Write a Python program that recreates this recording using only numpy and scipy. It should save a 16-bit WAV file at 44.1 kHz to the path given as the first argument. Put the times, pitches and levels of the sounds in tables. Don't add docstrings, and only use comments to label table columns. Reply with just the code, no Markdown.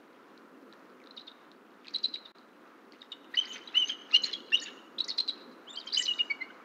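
import sys
import numpy as np
from scipy import signal
from scipy.fft import rfft, irfft, next_fast_len
from scipy.io import wavfile

SR = 44100
rng = np.random.default_rng(int(sys.argv[2]) if len(sys.argv) > 2 else 0)


def master(y):
    cut = np.clip(np.atleast_2d(y).T, -1, 1)
    pcm = np.round(cut * 32767)
    wavfile.write(sys.argv[1], SR, pcm.astype(np.int16))


N = 292824


def from_db(db):
    return 10 ** (np.asarray(db) / 20)


def rms_one(x):
    return x / np.sqrt(np.mean(x ** 2) + 1e-20)


def filtered(x, order, hz, kind):
    return signal.sosfilt(signal.butter(order, hz, kind, fs=SR, output="sos"), x)


def span(start_s, end_s):
    return np.arange(round(start_s * SR), round(end_s * SR)) / SR


def drift(rate_hz):
    knots = rng.standard_normal(int(N / SR * rate_hz) + 2)
    return np.interp(np.arange(N) / SR * rate_hz, np.arange(len(knots)), knots)


def coloured(spectrum):
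    hz, db = np.transpose(spectrum)
    size = next_fast_len(N)
    bins_hz = np.maximum(np.arange(size // 2 + 1) * SR / size, 1)
    gain = from_db(np.interp(np.log(bins_hz), np.log(hz), db))
    return rms_one(irfft(rfft(rng.standard_normal(size)) * gain, size)[:N])


def swell(t_ms, rise_ms, fall_ms):
    share = np.where(t_ms < 0, -t_ms / rise_ms, t_ms / fall_ms)
    return np.cos(np.pi / 2 * np.clip(share / 1.157, 0, 1)) ** .79


def bursts(rows, rise_db_per_s, floor_db):
    t = np.arange(N) / SR
    peaks_db = [db + np.where(t < s, rise_db_per_s, -fade) * (t - s) for s, db, fade in rows]
    return from_db(np.maximum(np.max(peaks_db, axis=0), floor_db))


def short_note(peak_s, rise_ms, fall_ms, start_hz, peak_hz, end_hz, db, octave_db, hoarse_db):
    t = span(peak_s - .03, peak_s + .03)
    t_ms = (t - peak_s) * 1000
    pitch_hz = np.interp(t_ms, [-rise_ms, 0, fall_ms], [start_hz, peak_hz, end_hz])
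    return t, pitch_hz, from_db(db) * swell(t_ms, rise_ms, fall_ms), octave_db, hoarse_db


def long_note(curve, hoarse_db, edge_s=.002):
    s, hz, db, octave_db = np.transpose(curve)
    t = span(s[0], s[-1])
    fade = np.clip(np.minimum(t - s[0], s[-1] - t) / edge_s, 0, 1)
    level = np.sqrt(2) * np.interp(t, s, from_db(db / 2)) ** 2 * fade
    full_effort_octave_db = np.interp(t, s, octave_db - 2 * db) + max(db)
    return t, np.interp(t, s, hz), level, full_effort_octave_db, hoarse_db


def water_and_wind(gust_db=1.63, hum_db=-72.5):
    # t/s, rumble level/dB, rush level/dB
    levels = [(0.0, -58.5, -60), (0.57, -56.5, -59), (1.29, -59.5, -59.5), (1.64, -57.5, -61),
              (2.44, -60, -59.5), (2.79, -57.5, -60), (3.14, -58, -59), (3.44, -56, -58.5),
              (3.59, -55.5, -55.5), (3.86, -55.5, -56.5), (4.03, -57.5, -55.5), (4.48, -54.5, -57.5),
              (5.1, -55.5, -57), (5.44, -55.5, -58), (6.1, -54.5, -56), (6.31, -60, -55.5),
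              (6.64, -60.5, -53.5)]
    # f/Hz, level/dB
    rumble_spectrum = [(20, -47.5), (60, -61), (100, -27.5), (160, -9.5), (215, 3), (270, 7.5), (350, 5),
                       (450, 2.5), (560, 1), (800, -44.5), (1500, -41.5)]
    rush_spectrum = [(450, -25.5), (650, 3), (800, 1), (1000, 3), (1320, 5.5), (1650, 0), (2100, -6.5),
                     (3200, -14.5), (5000, -22.5), (7000, -27.5), (8500, -52.5), (11000, -53)]
    hum_spectrum = [(850, -41), (960, -7.5), (1010, 0), (1060, -9.5), (1200, -40.5)]
    s, *columns = np.transpose(levels)
    rumble_db, rush_db = [np.interp(np.arange(N) / SR, s, db) for db in columns]
    rumble = from_db(rumble_db + gust_db * drift(6.2)) * coloured(rumble_spectrum)
    hum = from_db(hum_db + 3.3 * drift(1.5)) * coloured(hum_spectrum)
    rush = from_db(rush_db + gust_db * drift(6.3)) * coloured(rush_spectrum)
    return rumble + hum + rush


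def clicks(rise_cycles=1.7, crack_db=-10):
    # t/s, level before the band-pass/dB, f/Hz
    snaps = [(0.377, -46, 4080), (0.7262, -42, 3940), (0.7347, -46, 1710), (1.0016, -51, 2380),
             (1.016, -49, 2120), (1.0394, -51, 4050), (1.0605, -51, 3720), (1.072, -41, 3880),
             (1.516, -43.5, 3960), (1.8463, -47, 3080), (1.8547, -47, 2500), (1.8698, -38.5, 4040),
             (1.883, -32, 4150), (1.9854, -34, 4400), (2.03, -45, 4910), (2.0378, -34.5, 4050),
             (2.1321, -48, 3860), (2.2344, -54, 3850), (2.385, -48.5, 4320), (2.9222, -43, 4480),
             (2.9336, -48, 2060), (2.9434, -60, 1960), (3.027, -43, 1870), (3.2444, -49, 2930),
             (3.5516, -44, 3040), (3.56, -41, 3120), (3.9199, -29.5, 2960), (4.2804, -41.5, 2960),
             (4.4044, -41, 3440), (4.663, -41, 2720), (4.684, -40, 2890), (5.0424, -59, 3770),
             (5.0874, -41, 4280), (5.1364, -55, 4300), (5.1834, -23, 4180), (5.2779, -31, 4160),
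             (5.8304, -48, 3160)]
    out = np.zeros(N)
    t = np.arange(300) / SR
    for s, db, hz in snaps:
        age = t * hz / rise_cycles
        envelope = from_db(db) * age * np.exp(1 - age)
        crack = from_db(crack_db) * rng.standard_normal(len(t))
        at = round(s * SR)
        out[at:at + len(t)] += envelope * (np.sin(2 * np.pi * hz * t) + crack)
    return filtered(out, 4, [1800, 6400], "band")


def chitter(plunge_ms=2.5, sweep_rise_ms=4, sweep_fall_ms=4.9, last_fall_ms=4.14, sag=.97):
    # gap/ms, f/Hz, level/dB;
    # sweep level/dB, relative octave/dB, hoarseness/dB
    notes = [(1.1105, 4120, -42, 2, 9, 4100, -56, -68, -45, -18),
             (1.179, 3740, -36.5, 4.8, 18, 4000, -44, -45, -41, -15),
             (1.2123, 4150, -47, 3.8, 4.5, 4040, -44, -74, -38, -17),
             (1.2816, 3690, -39.5, 5.8, 14, 4040, -54, -50, -49, -14),
             (1.9518, 3904, -24.5, 6.2, 10.6, 4190, -23, -34.5, -37.5, -25.5),
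             (2.0458, 3995, -19, 5.5, 11.2, 4120, -20.5, -36.5, -39, -23.5),
             (2.1431, 3920, -27.5, 4.3, 14.8, 3890, -33, -51, -38, -19),
             (2.2607, 3680, -41, 8, 8.9, 3920, -58, -62, -45, -18),
             (3.02, 3730, -38, 3, 6.5, 3930, -58, -57, -29.5, -13),
             (3.122, 3800, -32, 3.5, 5.3, 3650, -36.5, -65, -25.5, -17),
             (3.6782, 3960, -35.5, 4, 8.7, 3850, -50, -62.5, -36, -25.5),
             (4.1475, 4210, -23, 3.7, 18, 4160, -24.5, -38, -48, -16.5),
             (4.244, 4194, -20.5, 7.6, 10.2, 4400, -29, -46, -44, -18.5),
             (4.3364, 4010, -28.5, 6.3, 7.6, 3950, -45, -49, -53.5, -14),
             (5.0071, 3962, -18, 3.1, 10.6, 4350, -33, -70, -40, -27.5),
             (5.1047, 4400, -24, 2.9, 9, 3850, -30.5, -55, -52, -19),
             (5.191, 4050, -21.5, 8, 15, 4214, -19.5, -35, -38, -19),
             (5.294, 3924, -23, 10, 13.8, 4150, -32, -36, -35.5, -21),
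             (5.7765, 3160, -30, 5.5, 10.7, 3150, -34.5, -70, -30, -31),
             (5.814, 3800, -40.5, 2.9, 9.3, 3670, -51, -44, -34, -18),
             (5.8764, 3190, -34, 6.1, 12, 3170, -38, -69, -26.5, -34),
             (5.887, 4020, -44, 3.4, 18.5, 3900, -44, -43, -41, -10),
             (5.95, 3950, -24.5, 5.1, 12, 4280, -29, -32, -32, -36.5),
             (6.0596, 4180, -26.5, 4.9, 7.5, 3920, -29, -46, -48, -9),
             (6.1382, 3830, -36, 3.7, 8, 3800, -57, -63, -43, -20)]
    for s, hz, db, rise_ms, gap_ms, next_hz, next_db, sweep_db, octave_db, hoarse_db in notes:
        t = span(s - .024, s + .04)
        t_ms = (t - s) * 1000
        sweep_at_ms = -max(8.8, rise_ms + 1)
        plunge_at_ms = sweep_at_ms - sweep_rise_ms
        fall_ms = .35 * gap_ms
        lead_ratios = [1.8, 1.2, 1.13, 1.04] if sweep_db > db - 25 else [sag] * 4
        knots_ms = [plunge_at_ms - plunge_ms, plunge_at_ms, sweep_at_ms, -rise_ms,
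                    0, fall_ms, gap_ms, gap_ms + last_fall_ms]
        knots_hz = [*np.multiply(lead_ratios, hz), hz, sag * hz, next_hz, sag * next_hz]
        level = (from_db(sweep_db - 17) * swell(t_ms - plunge_at_ms, plunge_ms, plunge_ms)
                 + from_db(sweep_db) * swell(t_ms - sweep_at_ms, sweep_rise_ms, sweep_fall_ms)
                 + from_db(db) * swell(t_ms, rise_ms, fall_ms)
                 + from_db(next_db) * swell(t_ms - gap_ms, .34 * gap_ms, last_fall_ms))
        yield t, np.interp(t_ms, knots_ms, knots_hz), level, octave_db, hoarse_db


def voice(notes, waver=.0025, thinning_db_per_octave=-30, grit_db=-12):
    # f/Hz, level/dB
    grit_spectrum = [(800, -44.5), (1500, 0), (2300, 29), (3300, -4), (5500, -35), (7500, -24),
                     (11000, -46.5)]
    wobble = 1 + waver * drift(300)
    flutter = rms_one(filtered(rng.standard_normal(N), 3, 1200, "low"))
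    jitter = rms_one(filtered(rng.standard_normal(N), 3, [150, 900], "band"))
    grit = rms_one(coloured(grit_spectrum) * from_db(12 * drift(500)))
    out = np.zeros(N)
    for t, pitch_hz, level, octave_db, hoarse_db in notes:
        at = np.round(t * SR).astype(int)
        hz = pitch_hz * wobble[at]
        hoarse = from_db(hoarse_db)
        effort = level / level.max()
        phase = 2 * np.pi * np.cumsum(hz) / SR + 1.6 * hoarse * jitter[at]
        thin_db = thinning_db_per_octave * np.maximum(np.log2(pitch_hz / 3000), 0)
        thin_db += .3 * (np.clip(np.median(octave_db), -45, -25) + 30)
        tone = np.sin(phase)
        for k, overtone_db in (2, octave_db), (3, thin_db - 44), (4, thin_db - 52):
            audible = k * hz < SR / 2.5
            tone += audible * effort * from_db(overtone_db) * np.sin(k * phase)
        rough_tone = tone * (1 + hoarse * flutter[at])
        out[at] += level * (rough_tone + hoarse * from_db(grit_db) * grit[at])
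    return out


def squeaks():
    notes = [(1.317, 1.7, 3.3, 3500, 3920, 3600, -45.5), (1.908, 4.5, 2.6, 5000, 5800, 7440, -61),
             (2.085, 6, 5, 4340, 4850, 4950, -48), (2.1698, 4.2, 4.4, 4030, 3940, 3970, -44),
             (3.128, 4.7, 2.6, 2930, 2990, 2930, -36.5), (3.359, 8.4, 6.4, 4060, 5050, 3820, -40.5),
             (3.457, 4.4, 6.1, 4000, 5200, 3900, -42), (3.535, 4, 27, 6140, 6280, 6040, -45.5),
             (3.6842, 3.9, 17, 3180, 3210, 3520, -49), (3.75, 3.8, 8.7, 3870, 4160, 3800, -41.5),
             (3.8927, 3.8, 6.7, 5170, 4660, 5000, -42.5), (4.1145, 1.2, 1.7, 4060, 4000, 4260, -36.5),
             (4.119, 3.3, 4, 4440, 5400, 6450, -57.5), (4.2976, 2.3, 4.1, 3190, 2930, 3000, -43),
             (4.5725, 4.4, 7.8, 3690, 3790, 3630, -31), (4.5936, 12, 5.7, 3720, 3770, 4070, -38),
             (4.617, 4.5, 2.1, 4560, 4270, 4690, -40), (4.602, 4.5, 4.7, 4430, 6020, 3800, -40),
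             (4.638, 4.1, 9, 7300, 6720, 7040, -42.5), (4.6424, 2.3, 2.1, 4800, 4530, 4540, -39.5),
             (4.6604, 1.4, 3.5, 3900, 3600, 4050, -38), (4.6654, 6.3, 4.6, 2700, 2780, 2650, -38),
             (4.9885, 5.5, 11.4, 3340, 4055, 3970, -29), (5.045, 4.7, 2.8, 3730, 4550, 6300, -34.5),
             (5.081, 2, 5.2, 7500, 6840, 6100, -44.5), (5.088, 5.9, 2.4, 6340, 4700, 4800, -35.5),
             (5.096, 2.5, 1.5, 4930, 5030, 5050, -28.5), (5.096, 12.5, 2.5, 4440, 4280, 4600, -34),
             (5.213, 4.6, 5.5, 3440, 3420, 3130, -47), (5.119, 4.4, 5.5, 3530, 4200, 3620, -36),
             (5.7998, 3.3, 6.1, 5120, 4780, 4400, -44), (6.026, 2.7, 3, 5830, 4660, 3540, -34),
             (5.305, 5.5, 5, 3260, 3400, 3250, -42), (5.866, 6, 4, 7200, 6400, 4250, -55.5),
             (5.7539, 15, 8.3, 2780, 2900, 2930, -50), (5.763, 7.9, 5, 3580, 4830, 3750, -38.5),
             (5.7887, 8.5, 4.7, 4770, 4740, 4960, -41), (5.918, 8, 4.3, 3900, 3050, 2760, -47),
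             (5.9308, 8, 2.7, 3680, 4540, 4650, -30), (5.939, 7, 2, 4760, 4810, 4480, -28),
             (5.948, 5, 3.6, 4690, 4894, 4850, -25.5), (5.9624, 5.8, 3.5, 4850, 4830, 4780, -30),
             (5.9699, 3.4, 3.2, 4950, 5180, 5600, -34.5), (6.0364, 2.4, 4.6, 5700, 4900, 5100, -33),
             (6.0411, 2.8, 8.8, 6350, 6080, 5940, -34.5), (6.187, 5, 15, 4360, 3720, 3600, -41)]
    return [short_note(*note, octave_db=-36, hoarse_db=-20.5) for note in notes]


def rasp(slips_per_s=500, ring_cycles=11, breath_db=-4):
    # peak t/s, level/dB, fade/(dB/s)
    breaths = [(1.86, -58.5, 33), (2.93, -66.5, 29), (3.35, -54, 20), (3.44, -47.5, 250),
               (3.55, -45, 199.5), (3.75, -49.5, 201.5), (3.9, -43, 449.5), (4.13, -46, 278),
               (4.27, -42, 177), (4.52, -57, 69), (4.63, -54, 100), (4.69, -46, 900), (5.0, -62, 68),
               (5.2, -70, 79), (5.1, -60, 200), (5.36, -60, 160), (5.85, -56.5, 79), (5.96, -48.5, 110.5),
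               (6.18, -72, 46.5)]
    # f/Hz, level/dB
    spectrum = [(500, -64.5), (900, -13), (1600, 10), (2500, 10.5), (4000, 8), (6500, -9), (8000, -37),
                (11000, -47), (15500, -26.5)]
    hz, db = np.transpose(spectrum)
    pitches_hz = np.geomspace(1500, 7500, 16)
    slips = (rng.random(N) < slips_per_s / SR) * rng.standard_normal(N) + 1e-18
    pitch_index = rng.integers(0, len(pitches_hz), N)
    grains = np.zeros(N)
    for k, pitch_hz in enumerate(pitches_hz):
        radius = from_db(-60 * pitch_hz / ring_cycles / SR)
        poles = [1, -2 * radius * np.cos(2 * np.pi * pitch_hz / SR), radius ** 2]
        ring = signal.lfilter([1], poles, slips * (pitch_index == k))
        rounded = signal.lfilter([1, 0, -1], poles, ring)
        gain = from_db(np.interp(np.log(pitch_hz), np.log(hz), db)) * np.sqrt(pitch_hz)
        grains += gain * rms_one(rounded)
    breath = coloured(spectrum) * from_db(3 * drift(300))
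    texture = rms_one(rms_one(grains) + from_db(breath_db) * rms_one(breath))
    return bursts(breaths, rise_db_per_s=329.5, floor_db=-74.5) * texture


def croaks(start_ratio=.91):
    notes = [(1.8817, 1.8, 2.8, 2490, -42.5), (3.3479, 8, 2.4, 1975, -30), (3.4692, 2.6, 6, 1990, -47.5),
             (3.5689, 5, 2.7, 2100, -47), (3.756, 8.6, 5.7, 1342, -45.5), (3.758, 9.5, 1.3, 2105, -38.5),
             (4.13, 7.6, 8.2, 1309, -42.5), (4.2997, 4.5, 1.7, 1800, -43), (4.5241, 4.7, 4.9, 1825, -30.5),
             (4.626, 7.8, 9.1, 1872, -41), (4.687, 9.5, 5.5, 1750, -44.5), (5.0877, 8, 2.8, 2080, -41.5),
             (6.0119, 12, 5.6, 1983, -38), (6.018, 5.9, 5.4, 1970, -35), (6.193, 5.7, 5.2, 2416, -37),
             (6.4364, 7.3, 9.1, 2200, -48), (6.507, 5.9, 5, 1550, -44.5)]
    for s, rise_ms, fall_ms, hz, db in notes:
        yield short_note(s, rise_ms, fall_ms, start_ratio * hz, hz, hz, db,
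                         octave_db=-9.5, hoarse_db=-23.5)


def bright_air():
    puffs = [(3.325, -72.5, 302.5), (3.54, -70, 450), (3.9, -70.5, 600), (4.27, -77, 480), (4.62, -78, 300),
             (5.945, -73, 61), (6.0, -75.5, 60), (6.05, -70, 700)]
    hiss = filtered(rng.standard_normal(N), 4, 8000, "high")
    grainy = rms_one(hiss * from_db(3 * drift(360)))
    return bursts(puffs, rise_db_per_s=449, floor_db=-110) * grainy


def whistles():
    # t/s, f/Hz, rms level/dB, octave rms level/dB
    curves = [
        [(3.369, 3020, -48, -74.5), (3.375, 2950, -20.5, -49.5), (3.381, 3060, -25, -53),
         (3.385, 3084, -36, -65.5), (3.391, 3080, -19, -52.5), (3.397, 3066, -27, -50.5),
         (3.405, 3010, -53.5, -60.5), (3.409, 3063, -45, -77), (3.413, 3160, -31.5, -62.5),
         (3.419, 3110, -32.5, -65.5), (3.431, 2930, -54.5, -89.5), (3.439, 3040, -46.5, -68.5),
         (3.455, 3100, -49.5, -84)],
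        [(3.741, 2560, -47, -76.5), (3.757, 2900, -28.5, -67.5), (3.765, 2932, -23, -59),
         (3.779, 3020, -18.5, -47), (3.789, 3092, -31.5, -58.5), (3.805, 3084, -26.5, -46.5),
         (3.815, 2976, -28, -62.5), (3.827, 2955, -22.5, -52.5), (3.837, 2865, -26, -78),
         (3.843, 2900, -42, -64)],
        [(3.497, 3110, -64.5, -69.5), (3.503, 3010, -50, -58), (3.513, 2960, -43.5, -81),
         (3.527, 3050, -48, -69.5), (3.533, 2960, -65, -60.5), (3.543, 3140, -43, -67), (3.563, 3085, -51, -72),
         (3.571, 3130, -51, -94), (3.573, 3091, -55.5, -85.5)],
        [(3.894, 3170, -40.5, -61), (3.896, 3230, -31.5, -62), (3.902, 3213, -27.5, -47.5),
         (3.908, 3080, -37, -57), (3.914, 3045, -48.5, -76), (3.92, 3025, -42, -70), (3.936, 3100, -42, -75.5),
         (3.94, 3047, -49, -86.5)],
        [(4.124, 2500, -46.5, -86.5), (4.128, 2500, -45, -69), (4.136, 2833, -32, -59), (4.146, 2815, -19, -51),
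         (4.164, 3006, -20, -43), (4.17, 3060, -25.5, -52), (4.178, 3172, -44.5, -79)],
        [(4.33, 3460, -53.5, -86), (4.334, 3380, -41, -70.5), (4.34, 3336, -29, -53), (4.346, 3400, -42, -81),
         (4.348, 3300, -45, -99.5), (4.35, 3240, -36, -83), (4.362, 3260, -48, -76)],
        [(4.525, 2745, -34.5, -60), (4.535, 2724, -22, -44), (4.547, 2900, -20.5, -51),
         (4.553, 2980, -21.5, -43.5), (4.56, 3190, -36, -59.5)],
        [(5.968, 2996, -40, -75.5), (5.97, 2960, -39, -84), (5.972, 2970, -25.5, -71),
         (5.978, 3078, -21.5, -55), (5.986, 3017, -28, -59), (5.992, 3004, -38, -77), (5.998, 2950, -22, -57),
         (6.004, 2910, -30.5, -57), (6.015, 2940, -44, -70)],
        [(6.076, 2935, -43, -68), (6.082, 2937, -25.5, -62), (6.088, 2964, -25.5, -52.5),
         (6.104, 2891, -27, -67), (6.116, 2846, -32, -84.5), (6.122, 2871, -37, -83), (6.124, 2868, -40, -97)],
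        [(6.189, 2910, -44, -92), (6.197, 2902, -26, -74), (6.205, 2867, -24.5, -70), (6.213, 2817, -30.5, -85),
         (6.221, 2900, -39, -72), (6.226, 2950, -42, -69)],
        [(5.668, 2850, -65, -119), (5.68, 2980, -47.5, -84), (5.702, 3670, -47.5, -60),
         (5.712, 3595, -42.5, -55.5), (5.722, 3520, -64.5, -87.5), (5.73, 3490, -49.5, -57),
         (5.74, 3800, -55, -54), (5.756, 4100, -68, -85)],
        [(6.298, 2256, -44, -65), (6.306, 2288, -28, -44.5), (6.316, 2214, -29, -45), (6.324, 2290, -48, -63)],
        [(6.403, 2140, -58, -88), (6.411, 2040, -40, -62), (6.419, 2070, -34, -45), (6.425, 2093, -33, -56),
         (6.432, 2240, -51, -78)],
    ]
    return [long_note(curve, hoarse_db=-31.5) for curve in curves]


def screeches(snap_s=.0045, from_hz=4100, to_hz=4300, snap_loss_db=1):
    # t/s, f/Hz, rms level/dB, octave rms level/dB
    curves = [
        [(3.47, 6327, -62, -103), (3.486, 6500, -59, -75), (3.5, 6731, -57, -79), (3.504, 6721, -67, -89),
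         (3.516, 6841, -60, -70), (3.524, 6840, -63.5, -108), (3.528, 6600, -51.5, -92),
         (3.533, 6600, -55, -98)],
        [(3.846, 6120, -55, -91.5), (3.852, 6125, -50, -90), (3.868, 6190, -52, -99.5), (3.874, 6280, -51, -78),
         (3.88, 6340, -53, -73.5), (3.886, 6370, -37.5, -92), (3.89, 6100, -49, -111)],
        [(4.223, 6470, -49, -87), (4.229, 6588, -51, -76.5), (4.245, 6690, -55, -72), (4.251, 7000, -55, -88),
         (4.255, 7140, -56, -84), (4.263, 6640, -42, -91), (4.267, 6430, -45, -101)],
        [(4.617, 7300, -54, -101), (4.623, 6918, -43.5, -101), (4.635, 6360, -44, -104)],
        [(5.968, 5300, -49, -88), (5.974, 5660, -46.5, -95), (5.98, 6392, -35, -76), (5.986, 6657, -37.5, -72),
         (5.994, 7340, -41, -92), (6.01, 7540, -42.5, -74), (6.018, 7288, -41, -92), (6.026, 6450, -36.5, -87)],
    ]
    hoarseness_db = [-20, -26, -22, -22, -14]
    for curve, hoarse_db in zip(curves, hoarseness_db):
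        first, last = curve[0], curve[-1]
        onset = (first[0] - snap_s, from_hz, *np.subtract(first[2:], snap_loss_db))
        release = (last[0] + snap_s, to_hz, *np.subtract(last[2:], snap_loss_db))
        yield long_note([onset, *curve, release], hoarse_db)


def echo(x, length_s=.6, clump_db=4.5):
    # delay/s, level/dB
    decay = [(.0015, -51), (.006, -36.5), (0.011, -47), (.03, -51.5), (.07, -65.5), (.1, -63.5),
             (.13, -60.5), (0.168, -65), (.25, -75.5), (.35, -83.5), (.6, -96.5)]
    # f/Hz, level/dB
    spectrum = [(1000, 4), (3000, 4.5), (4200, 2.5), (6000, 6), (7000, 5), (8500, 0), (12000, -30)]
    s, db = np.transpose(decay)
    t = span(0, length_s)
    envelope = from_db(np.interp(t, s, db, left=-120) + clump_db * drift(90)[:len(t)])
    return signal.fftconvolve(x, envelope * coloured(spectrum)[:len(t)])[:N]


def scene():
    notes = [*chitter(), *squeaks(), *croaks(), *whistles(), *screeches()]
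    eagles = voice(notes) + clicks() + rasp() + bright_air()
    return (eagles + echo(eagles) + water_and_wind())[None]


def record(dry, hiss_db=-80, low_cut_hz=64, dropout_db=-25, high_cut_hz=15650):
    hiss = from_db(hiss_db) * rng.standard_normal(N)
    thinned = filtered(dry + hiss, 2, low_cut_hz, "high")
    dropout_s = (2.318, 2.322, 2.341, 2.352)
    dip_db = np.interp(np.arange(N) / SR, dropout_s, [0, dropout_db, dropout_db, 0])
    low_pass = signal.ellip(10, .5, 60, high_cut_hz, fs=SR, output="sos")
    return signal.sosfilt(low_pass, thinned * from_db(dip_db))


dry = scene()
out = record(dry)
master(out)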